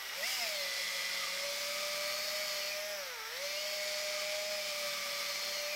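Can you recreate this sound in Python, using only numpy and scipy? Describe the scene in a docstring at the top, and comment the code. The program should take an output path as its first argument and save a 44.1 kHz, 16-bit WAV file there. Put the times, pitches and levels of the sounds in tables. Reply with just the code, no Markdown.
"""Cordless drill honing a bore.

A drill spins an abrasive brush in a narrow bore of an aluminium cylinder head, on a workshop bench. The motor
revs up, settles, sags once as the brush is drawn back, and recovers; its planetary gears whine and rattle.
Bristles scrub the wall and ring the casting; the air in the bore squeals, gliding in pitch as the brush
travels, and brief gear and shaft whistles glide alongside. Mains hum lies underneath."""
import sys
import numpy as np
from scipy import signal
from scipy.fft import rfft, irfft, next_fast_len
from scipy.io import wavfile
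from scipy.ndimage import uniform_filter1d

SR = 44100
rng = np.random.default_rng(int(sys.argv[2]) if len(sys.argv) > 2 else 0)


def put_to_file(sound):
    """Save the sound as 16-bit audio at rate SR, in the file named by the first command-line argument."""
    columns = np.atleast_2d(sound).T  # one column per channel
    safe = np.clip(columns, -1, 1)
    whole_steps = np.round(safe * 32767)
    wavfile.write(sys.argv[1], SR, whole_steps.astype(np.int16))


N = 253910
TIME_S = np.arange(N) / SR
TEETH_PER_TURN, CARRIER_PER_TURN = 11.138, .3125
WORKING_HZ = 184, 204  # shaft labouring, running free

# Motor shaft speed: time_s, shaft_hz
SHAFT_SPEED = [(0, 129.4), (.12, 130), (.18, 183), (.21, 187), (.235, 218), (.26, 244), (.29, 255),
               (.34, 260), (.39, 246), (.48, 213.4), (.61, 189.2), (.65, 185), (.69, 184.2), (1.32, 184.3),
               (1.39, 186.1), (1.46, 189.3), (1.56, 192), (1.69, 193.2), (1.79, 196.3), (2.04, 197.4),
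               (2.43, 204.8), (2.53, 200.4), (2.62, 198.2), (2.88, 206.6), (2.96, 201.4), (3.21, 144.7),
               (3.29, 150.6), (3.43, 190.7), (3.6, 200.6), (3.68, 203.1), (4.17, 202.1), (4.51, 205.5),
               (4.72, 198.5), (5.05, 191.1), (5.33, 192.3), (5.52, 195.7), (5.64, 195.8), (5.76, 199.6)]
# Main whine, 3x shaft: time_s, level_db
MOTOR_WHINE = [(0, -74), (.14, -64), (.2, -43), (.27, -51.5), (.37, -53), (.41, -48), (.46, -46),
               (.65, -47), (.71, -55.5), (.8, -51.5), (.86, -62), (.97, -51.5), (1.07, -62), (1.17, -52.5),
               (1.27, -57), (1.35, -49), (1.46, -45), (1.55, -50.5), (1.88, -44.5), (2.28, -47),
               (2.39, -46.5), (2.51, -47), (2.94, -45), (3.25, -61), (3.44, -44), (3.49, -49.5),
               (3.58, -45), (4.61, -42.5), (4.7, -45), (4.92, -45.5), (4.96, -52.5), (5.01, -51),
               (5.29, -49), (5.37, -54), (5.61, -46), (5.76, -45.5)]
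# Housing howl when racing, 9x shaft: start_s, end_s, level_db
HOWLS = [(0.22, 0.3, -47), (0.396, 0.445, -46.5)]
# Other motor tones: shaft_multiple, labouring_db, free_db, slack_db
SHAFT_TONES = [(1, -71, -72, -72), (2, -73, -73, -73), (4, -72, -62, -62), (5, -69, -64, -68),
               (6, -62, -63, -61.5), (7, -74, -70, -62), (8, -66, -65, -61), (9, -68, -67, -58),
               (10, -68, -64, -64), (13, -58, -64, -66), (15, -61, -60, -61), (16, -65, -64, -64),
               (18, -59, -60, -65), (19, -58, -64, -67), (21, -61, -63, -67), (23, -64, -62, -61),
               (24, -64, -58, -59), (25, -53.5, -51, -56.5), (26, -63, -64, -57), (27, -59, -59, -60),
               (28, -53, -60, -68), (29, -61, -59, -58), (30, -72, -70, -66), (31, -55, -59, -61),
               (33, -65, -62, -68), (34, -67, -65, -70), (35, -64, -68, -72), (36, -68, -70, -67),
               (38, -67, -69, -70), (54, -76, -71, -75), (57, -80, -68, -74), (60, -76, -66, -71),
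               (66, -78, -72, -72)]
# Dip of the upper motor tones in the opening rev: start_s, end_s, gain_db
REV_DIP = [(.15, .66, -4.5)]
# Drill housing resonances and dips: centre_hz, width_hz, gain_db
HOUSING_MODES = [(230.8, 13.5, 13), (763, 37, -5), (893, 74, 6), (1034, 84, -5.5), (1310, 60, 5),
                 (2050, 370, 6.5), (5260, 75, 1.5), (5230, 67, 4), (5980, 50, 3.5)]
# Gear tones below and above the tooth rate, and at 12x shaft: time_s, lower_db, upper_db, twelfth_db
GEAR_TONES = [(0, -70, -71, -74), (.45, -58, -60, -56), (.57, -49, -55, -61), (.68, -46.5, -55, -58),
              (.9, -46.5, -45, -60), (1.05, -46.5, -47, -55), (1.25, -47.5, -46, -57),
              (1.37, -63, -49, -59), (1.58, -61, -52, -55), (1.8, -58, -48, -50), (1.96, -61, -57, -51),
              (2.09, -59, -49, -53), (2.3, -55, -59, -53), (2.42, -51, -61, -63), (2.65, -57, -66, -53),
              (3.0, -64, -67, -57), (3.22, -61, -65, -62), (3.5, -52, -62, -50), (3.75, -50.5, -57, -63),
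              (3.97, -54, -54, -53), (4.2, -49, -50.5, -54), (4.48, -60, -60, -53), (4.65, -66, -55, -51),
              (4.93, -62, -49, -50), (5.07, -61, -53, -53), (5.37, -52, -54, -57), (5.5, -53, -66, -55),
              (5.76, -61, -60, -50)]
# Gearbox response: tooth_hz, mesh_db, overtone_db
GEARBOX_RESPONSE = [(1600, -50, -56), (2050, -49.5, -50.5), (2060, -52, -53), (2190, -61, -53),
                    (2240, -56, -52.5), (2320, -49, -56), (2550, -47, -48), (2900, -60, -53)]
# Mesh overtones split by the planets: tooth_multiple, carrier_steps, labouring_db, free_db
SIDEBANDS = [(2, -2, -6.5, -1.5), (2, 0, -1.5, .5), (2, 2, -10, -8), (3, -1, -13, -12), (3, 1, -17, -12),
             (3, 3, -17, -14)]
# Rattle at 1x, 2x, 3x tooth rate: width_hz, gain_db
RATTLE_BANDS = [(250, -4), (171, -8), (280, -16)]
# Gears slack, brush at the mouth: start_s, end_s, gain_db
SLACK_SPELLS = [(-.2, .18, -7.5), (2.76, 3.38, -10)]
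# Brush binding: start_s, end_s, gain_db
BIND_SPELLS = [(.55, .65, 16), (1.96, 2.74, 10.5), (3.4, 4.2, 8), (5.08, 5.7, 8.5)]
# Bristles on the wall: time_s, pressure_db, fizz_db
SCRUB_LEVELS = [(0.0, -45.5, -52), (0.11, -43, -55), (0.29, -39, -47), (0.64, -41, -54.5),
                (0.79, -40, -53.5), (1.44, -40.5, -55.5), (1.59, -40, -52.5), (2.55, -41, -51),
                (3.15, -47, -56.5), (3.29, -44, -54.5), (3.48, -43, -55), (3.93, -40.5, -54.5),
                (4.46, -41, -60), (4.79, -40.5, -53), (5.52, -41.5, -53.5), (5.76, -44.5, -53)]
# Scrub spectrum: freq_hz, gain_db
SCRUB_SPECTRUM = [(150, -21), (320, -19.5), (430, -12), (600, -1.5), (800, -10), (920, -6), (1050, -11),
                  (1160, -5.5), (1350, -7), (1550, -2.5), (1780, -5), (2200, 2.5), (2700, -2), (3400, 1),
                  (3900, -1), (4400, -2), (4900, 0.5), (5150, 1), (5380, 3), (5650, -3.5), (6300, -9.5),
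                  (8000, -9.5), (16000, -27.5)]
# Fizz spectrum: freq_hz, gain_db
FIZZ_SPECTRUM = [(4000, -45), (7000, -36), (10300, -3), (11700, 0), (12200, 3.5), (13000, 2.5),
                 (13700, 2.5), (16000, -2.5)]
# Spectra of bristle bite, commutator buzz, stem rub and shake: freq_hz, gain_db
BITE_SPECTRUM = [(3000, -47), (6700, 5.5), (8300, -4.5), (10500, -4), (12500, -12)]
BUZZ_SPECTRUM = [(6150, -16), (6600, -7), (7200, -11), (9500, -14), (11500, 3), (16000, 6)]
RUB_SPECTRUM = [(250, -37), (480, -6), (750, -6), (1700, -2.5), (2200, 5.5), (3000, -9), (4300, -19),
                (5600, 3.5), (7000, -14), (9000, -50)]
SHAKE_SPECTRUM = [(25, -28), (55, -18), (90, -8), (160, 10), (200, -4), (320, -2), (600, -36)]
# Gliding squeals: the air in the bore, plus a few brief gear and shaft whistles of like shape: start_s, end_s,
# from_hz, to_hz, width_hz, level_db
GLIDING_SQUEALS = [(-.05, .16, 1977, 1894, 30, -52.5), (-.05, 0.164, 2910, 2850, 60, -60.5),
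                   (.22, 0.418, 2643, 3030, 70, -52.5), (.24, .39, 4700, 4980, 60, -45.5),
                   (.37, .475, 5400, 5000, 90, -47), (.34, .5, 2880, 2460, 70, -56),
                   (.51, 0.592, 3070, 3220, 35, -53), (.67, .86, 3330, 3260, 40, -58),
                   (.83, 1.0, 3310, 3330, 35, -52), (0.968, 1.09, 3320, 3180, 30, -53),
                   (1.13, 1.29, 3190, 3120, 50, -57), (1.078, 1.317, 1513, 1114, 55, -58),
                   (2.522, 2.826, 3285, 2110, 90, -55), (2.76, 2.94, 11100, 11100, 70, -63),
                   (2.796, 3.123, 2050, 1160, 55, -66), (3.489, 3.75, 2580, 3380, 80, -53.5),
                   (4.083, 4.26, 1390, 1126, 40, -61), (5.451, 5.796, 3410, 2236, 100, -55)]
# Casting modes that lift a passing squeal: centre_hz, width_hz, gain_db
CASTING_MODES = [(1210, 250, 10), (2450, 150, 11), (2850, 130, 8.5), (3200, 120, 4), (3550, 120, 7)]
# Brush deep in the bore: start_s, end_s, gain_db
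DEEP_SPELLS = [(.62, 1.65, 5.5), (1.65, 2.15, 14), (2.15, 2.6, 10), (4.66, 5.3, 12.5), (5.28, 5.8, 7)]
# Low casting modes rung by the bristles: centre_hz, width_hz, level_db
LOW_MODES = [(1178, 36, -65.5), (1261, 58, -68)]


def gain_of(db):
    """Decibels to amplitude."""
    return 10 ** (np.asarray(db) / 20)


def unit_rms(x):
    """Scale to rms 1."""
    return x / np.sqrt(np.mean(x ** 2) + 1e-20)


def curves(rows):
    """Columns of a timed table, interpolated per sample."""
    time_s, *columns = np.transpose(rows)
    return [np.interp(TIME_S, np.sort(time_s), column) for column in columns]


def spells_db(rows, ramp_s=0.16):
    """Gain that ramps in and out round each spell."""
    return sum(db * np.clip(np.minimum(TIME_S - start_s, end_s - TIME_S) / ramp_s + .5, 0, 1)
               for start_s, end_s, db in rows)


def lift_db(hz, modes):
    """Gain of a tone passing through resonances."""
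    return sum(db / (1 + (2 * (hz - centre_hz) / width_hz) ** 2) for centre_hz, width_hz, db in modes)


def wander(rate_hz):
    """Random drift up to about rate_hz; rms 1."""
    steps = rng.standard_normal(8192)
    return unit_rms(np.interp(TIME_S * 2 * rate_hz, np.arange(len(steps)), steps))


def coloured(x, spectrum):
    """Filter by a spectrum drawn over log frequency; rms 1."""
    hz, db = np.transpose(spectrum)
    size = next_fast_len(N)
    bins_hz = np.fft.rfftfreq(size, 1 / SR)
    response = gain_of(np.interp(np.log(bins_hz + 1), np.log(hz), db))
    return unit_rms(irfft(rfft(x, size) * response, size)[:N])


def ringing(hz, width_hz, steady=0):
    """Noise-driven resonance at hz, fixed or gliding; steady (0-1) limits its swings; rms 1."""
    if np.isscalar(hz):
        hz = np.full(N, hz)
    pole = np.exp(-np.pi * width_hz / SR)
    noise = (rng.standard_normal(N) + 1j * rng.standard_normal(N))[:len(hz)]
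    envelope = signal.lfilter([1], [1, -2 * pole, pole * pole], noise)
    envelope /= abs(envelope) ** steady
    return unit_rms((envelope * np.exp(2j * np.pi * np.cumsum(hz) / SR)).real)


def tone(multiple, shaft_hz, turns, waver_db, waver_hz, modes=HOUSING_MODES, in_step=False):
    """Shaft-locked tone of wavering level; tones in step beat as pulses."""
    level_db = lift_db(multiple * shaft_hz, modes) + waver_db * wander(waver_hz)
    cycles = multiple * turns + rng.random() * (not in_step)
    return np.sqrt(2) * gain_of(level_db) * np.cos(2 * np.pi * cycles)


def motor(shaft_hz, turns, flutter_db=-19, howl_fade_s=0.011, judder_cycles=.07, switching_hz=7802):
    """Whine, howl bursts, shaft harmonics roughened by slack gears, and the controller's switching."""
    whine = tone(3, shaft_hz, turns, waver_db=1.36, waver_hz=25.84)
    whine += gain_of(flutter_db) * ringing(3 * shaft_hz, width_hz=47)
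    whine *= gain_of(curves(MOTOR_WHINE)[0])
    bursts = sum(gain_of(db) * np.clip(np.minimum(TIME_S - start_s, end_s - TIME_S) / howl_fade_s, 0, 1)
                 for start_s, end_s, db in HOWLS)
    howl = bursts * tone(9, shaft_hz, turns, waver_db=2.5, waver_hz=90.6)
    sag_octaves = np.maximum(np.log2(np.median(shaft_hz) / shaft_hz), 0)
    slack = spells_db(SLACK_SPELLS) / spells_db(SLACK_SPELLS).min()
    judder = judder_cycles * slack * wander(70)
    harmonics = np.zeros(N)
    for k, labouring_db, free_db, slack_db in SHAFT_TONES:
        # Slack and slowing: low multiples of three last; unbalance (k <= 2) fades most.
        db_per_octave = 18 * min(k / 30, 1.5) ** 2 + 14 * (k % 3 > 0) + 36 * (k <= 2)
        idle_db = slack_db - sag_octaves * db_per_octave
        loaded_db = np.interp(shaft_hz, WORKING_HZ, [labouring_db, free_db])
        level_db = (1 - slack) * loaded_db + slack * idle_db
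        if k > 20:
            level_db += spells_db(REV_DIP)
        harmonics += gain_of(level_db) * tone(k, shaft_hz, turns + judder / k, waver_db=2, waver_hz=7)
    switching = np.sqrt(2) * np.sin(2 * np.pi * switching_hz * TIME_S) * gain_of(-68.5 + 2 * wander(3))
    return whine + howl + harmonics + switching


def commutator(shaft_hz, turns, level_db=-59, size=1024):
    """Fine ticks repeat each turn: a drifting treble comb that fades as the shaft slows."""
    multiple = np.arange(size // 2 + 1)
    weights = (multiple > 31) * (multiple < 84) * (1 + 2 * np.exp(-abs(multiple - 32) / 4))
    patterns = irfft(weights * np.exp(2j * np.pi * rng.random((4, len(multiple)))))
    shares = np.array([wander(2) for _ in patterns])
    shares /= np.linalg.norm(shares, axis=0)
    ticks = sum(np.interp(turns % 1, np.arange(size) / size, pattern) * share
                for pattern, share in zip(patterns, shares))
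    fade = np.minimum(shaft_hz / np.median(shaft_hz), 1) ** 3
    return gain_of(level_db) * fade * coloured(ticks, BUZZ_SPECTRUM)


def gear_whine(shaft_hz, turns):
    """Three tones near the tooth rate beat into a rasp; load shifts strength among them."""
    multiples = TEETH_PER_TURN - CARRIER_PER_TURN, TEETH_PER_TURN + CARRIER_PER_TURN, 12
    return sum(gain_of(db) * tone(k, shaft_hz, turns, waver_db=0.8, waver_hz=18, modes=[], in_step=True)
               for k, db in zip(multiples, curves(GEAR_TONES)))


def planetary_gears(shaft_hz, turns, sideband_db=-3, knock_db=-19, bind_share=0.61, pulse_depth=0.31):
    """Pulsing rattle, split overtones and a rough haze of lines at carrier spacing round the tooth rate;
    binding lifts the upper bands."""
    tooth_hz = TEETH_PER_TURN * shaft_hz
    response_hz, *responses_db = np.transpose(GEARBOX_RESPONSE)
    slack_db, bind_db = spells_db(SLACK_SPELLS), spells_db(BIND_SPELLS)
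    mesh_db, overtone_db = [np.interp(tooth_hz, response_hz, db) + slack_db for db in responses_db]
    pulsing = unit_rms(1 + pulse_depth * np.cos(2 * np.pi * 2 * CARRIER_PER_TURN * turns))
    rattle, sidebands, knock = np.zeros((3, N))
    for k, (width_hz, db) in enumerate(RATTLE_BANDS, 1):
        band_db = mesh_db if k == 1 else overtone_db + bind_db
        rattle += gain_of(band_db + db) * pulsing * ringing(k * tooth_hz, width_hz)
    for k, step, *working_db in SIDEBANDS:
        multiple = k * TEETH_PER_TURN + step * CARRIER_PER_TURN
        load_db = overtone_db + bind_share * bind_db + np.interp(shaft_hz, WORKING_HZ, working_db)
        line = tone(multiple, shaft_hz, turns, waver_db=0.8, waver_hz=30, in_step=True)
        sidebands += gain_of(load_db + sideband_db) * line
    for step in range(-7, 8):
        multiple = TEETH_PER_TURN + step * CARRIER_PER_TURN
        knock += gain_of(mesh_db + knock_db) * tone(multiple, shaft_hz, turns, waver_db=3, waver_hz=6)
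    return rattle + sidebands + knock


def brush(turns, throb_depth=0.036, catch_db=0.55, grit_db=1, bite_exponent=5.1):
    """Grit contacts scrub the wall, throbbing with the gearbox and catching unevenly."""
    pressure_db, fizz_db = curves(SCRUB_LEVELS)
    slack_db = spells_db(SLACK_SPELLS)
    throb = 1 + throb_depth * np.cos(2 * np.pi * 2 * CARRIER_PER_TURN * turns)
    grip = throb * gain_of(catch_db * wander(25))
    contacts = rng.standard_normal((3, N)) * grip * gain_of(grit_db * wander(700))
    scrub = gain_of(pressure_db - 1.5 + 0.11 * slack_db) * coloured(contacts[0], SCRUB_SPECTRUM)
    fizz = gain_of(fizz_db) * coloured(contacts[1], FIZZ_SPECTRUM)
    median_db = np.median(pressure_db)
    bite_db = median_db - 15 + bite_exponent * (pressure_db - median_db)
    bite = gain_of(bite_db) * coloured(contacts[2], BITE_SPECTRUM)
    rasp = gain_of(pressure_db - 14 + slack_db) * ringing(4400, width_hz=660)
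    return scrub + fizz + bite + rasp


def stem(stroke_s=3.12, deepest_s=2.04):
    """The stem rubs the bore's mouth, most on the pull, and shakes casting and housing, most when deep."""
    stroke_rad = 2 * np.pi * (TIME_S - deepest_s) / stroke_s
    pressure_db = curves(SCRUB_LEVELS)[0]
    rub_db = -51 + 3 * np.sin(stroke_rad)
    shake_db = -75.5 + 4.5 * np.cos(stroke_rad) + pressure_db - np.median(pressure_db)
    friction = rng.standard_normal((2, N))
    rub = coloured(friction[0], RUB_SPECTRUM)
    shake = coloured(friction[1], SHAKE_SPECTRUM)
    housing_hz, width_hz, _ = HOUSING_MODES[0]
    housing = gain_of(-1) * ringing(housing_hz, width_hz)
    return gain_of(rub_db) * rub + gain_of(shake_db) * (shake + housing)


def gliding_squeals(trim_db=-1, fade_s=0.027, scratch_db=4.5, scratch_hz=120):
    """Scrubbing sounds the air column: glides as the brush travels, scratchy as bristles catch; a few brief
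    gear and shaft whistles glide alike."""
    squeals = np.zeros(N)
    catching = unit_rms(gain_of(scratch_db * np.tanh(wander(scratch_hz))))
    for start_s, end_s, from_hz, to_hz, width_hz, db in GLIDING_SQUEALS:
        during = (TIME_S > start_s) & (TIME_S < end_s)
        t = TIME_S[during]
        hz = from_hz * (to_hz / from_hz) ** ((t - start_s) / (end_s - start_s))
        envelope = np.minimum(np.minimum(t - start_s, end_s - t) / fade_s, 1)
        level_db = db + trim_db + lift_db(hz, CASTING_MODES)
        squeals[during] += envelope * gain_of(level_db) * ringing(hz, width_hz, steady=0.8)
    return squeals * catching


def mains_hum(hz=50, level_db=-77):
    """Steady sine at the mains frequency."""
    return gain_of(level_db) * np.sqrt(2) * np.sin(2 * np.pi * hz * TIME_S)


def racing_chatter(shaft_hz, onset_hz=205):
    """Above working speed the drill chatters in two broad bands."""
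    excess = np.clip((shaft_hz - onset_hz) / (shaft_hz.max() - onset_hz), 0, 1)
    body = gain_of(-47) * ringing(2100, width_hz=450)
    shell = gain_of(-46) * ringing(5100, width_hz=680)
    return np.sqrt(excess) * (body + shell)


def casting_ring():
    """Deep bristles ring two low modes and add thin hiss; binding rings a higher mode."""
    low = sum(gain_of(db) * ringing(hz, width_hz, steady=0.26) for hz, width_hz, db in LOW_MODES)
    binding = gain_of(-64 + spells_db(BIND_SPELLS)) * ringing(1965, width_hz=115)
    hiss = gain_of(-75) * ringing(8350, width_hz=1400)
    return gain_of(spells_db(DEEP_SPELLS)) * (low + hiss) + binding


def workshop(x, t60_s, wet_db):
    """Add a short diffuse tail from bench and walls."""
    t = np.arange(SR // 2) / SR
    tail = rng.standard_normal(len(t)) * gain_of(-60 * t / t60_s) * (t > .003)
    return x + gain_of(wet_db) * signal.fftconvolve(x, tail / np.linalg.norm(tail))[:N]


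def scene():
    """One shaft drives motor, gears and brush; both channels alike."""
    shaft_hz = uniform_filter1d(curves(SHAFT_SPEED)[0], size=900) * (1 + .0007 * wander(30))
    turns = np.cumsum(shaft_hz) / SR
    drive = commutator(shaft_hz, turns) + gear_whine(shaft_hz, turns)
    drive += planetary_gears(shaft_hz, turns) + racing_chatter(shaft_hz)
    honing = brush(turns) + stem() + gliding_squeals() + casting_ring()
    mono = workshop(drive + honing, t60_s=0.16, wet_db=-13)
    mono += workshop(motor(shaft_hz, turns), t60_s=0.38, wet_db=-17) + mains_hum()
    return np.array([mono, mono])


def record(dry):
    """Steep low-pass."""
    lowpass = signal.firwin(511, cutoff=15850, window=("kaiser", 9), fs=SR)
    return signal.oaconvolve(dry, lowpass[None], "same")


dry = scene()
out = record(dry)
put_to_file(out)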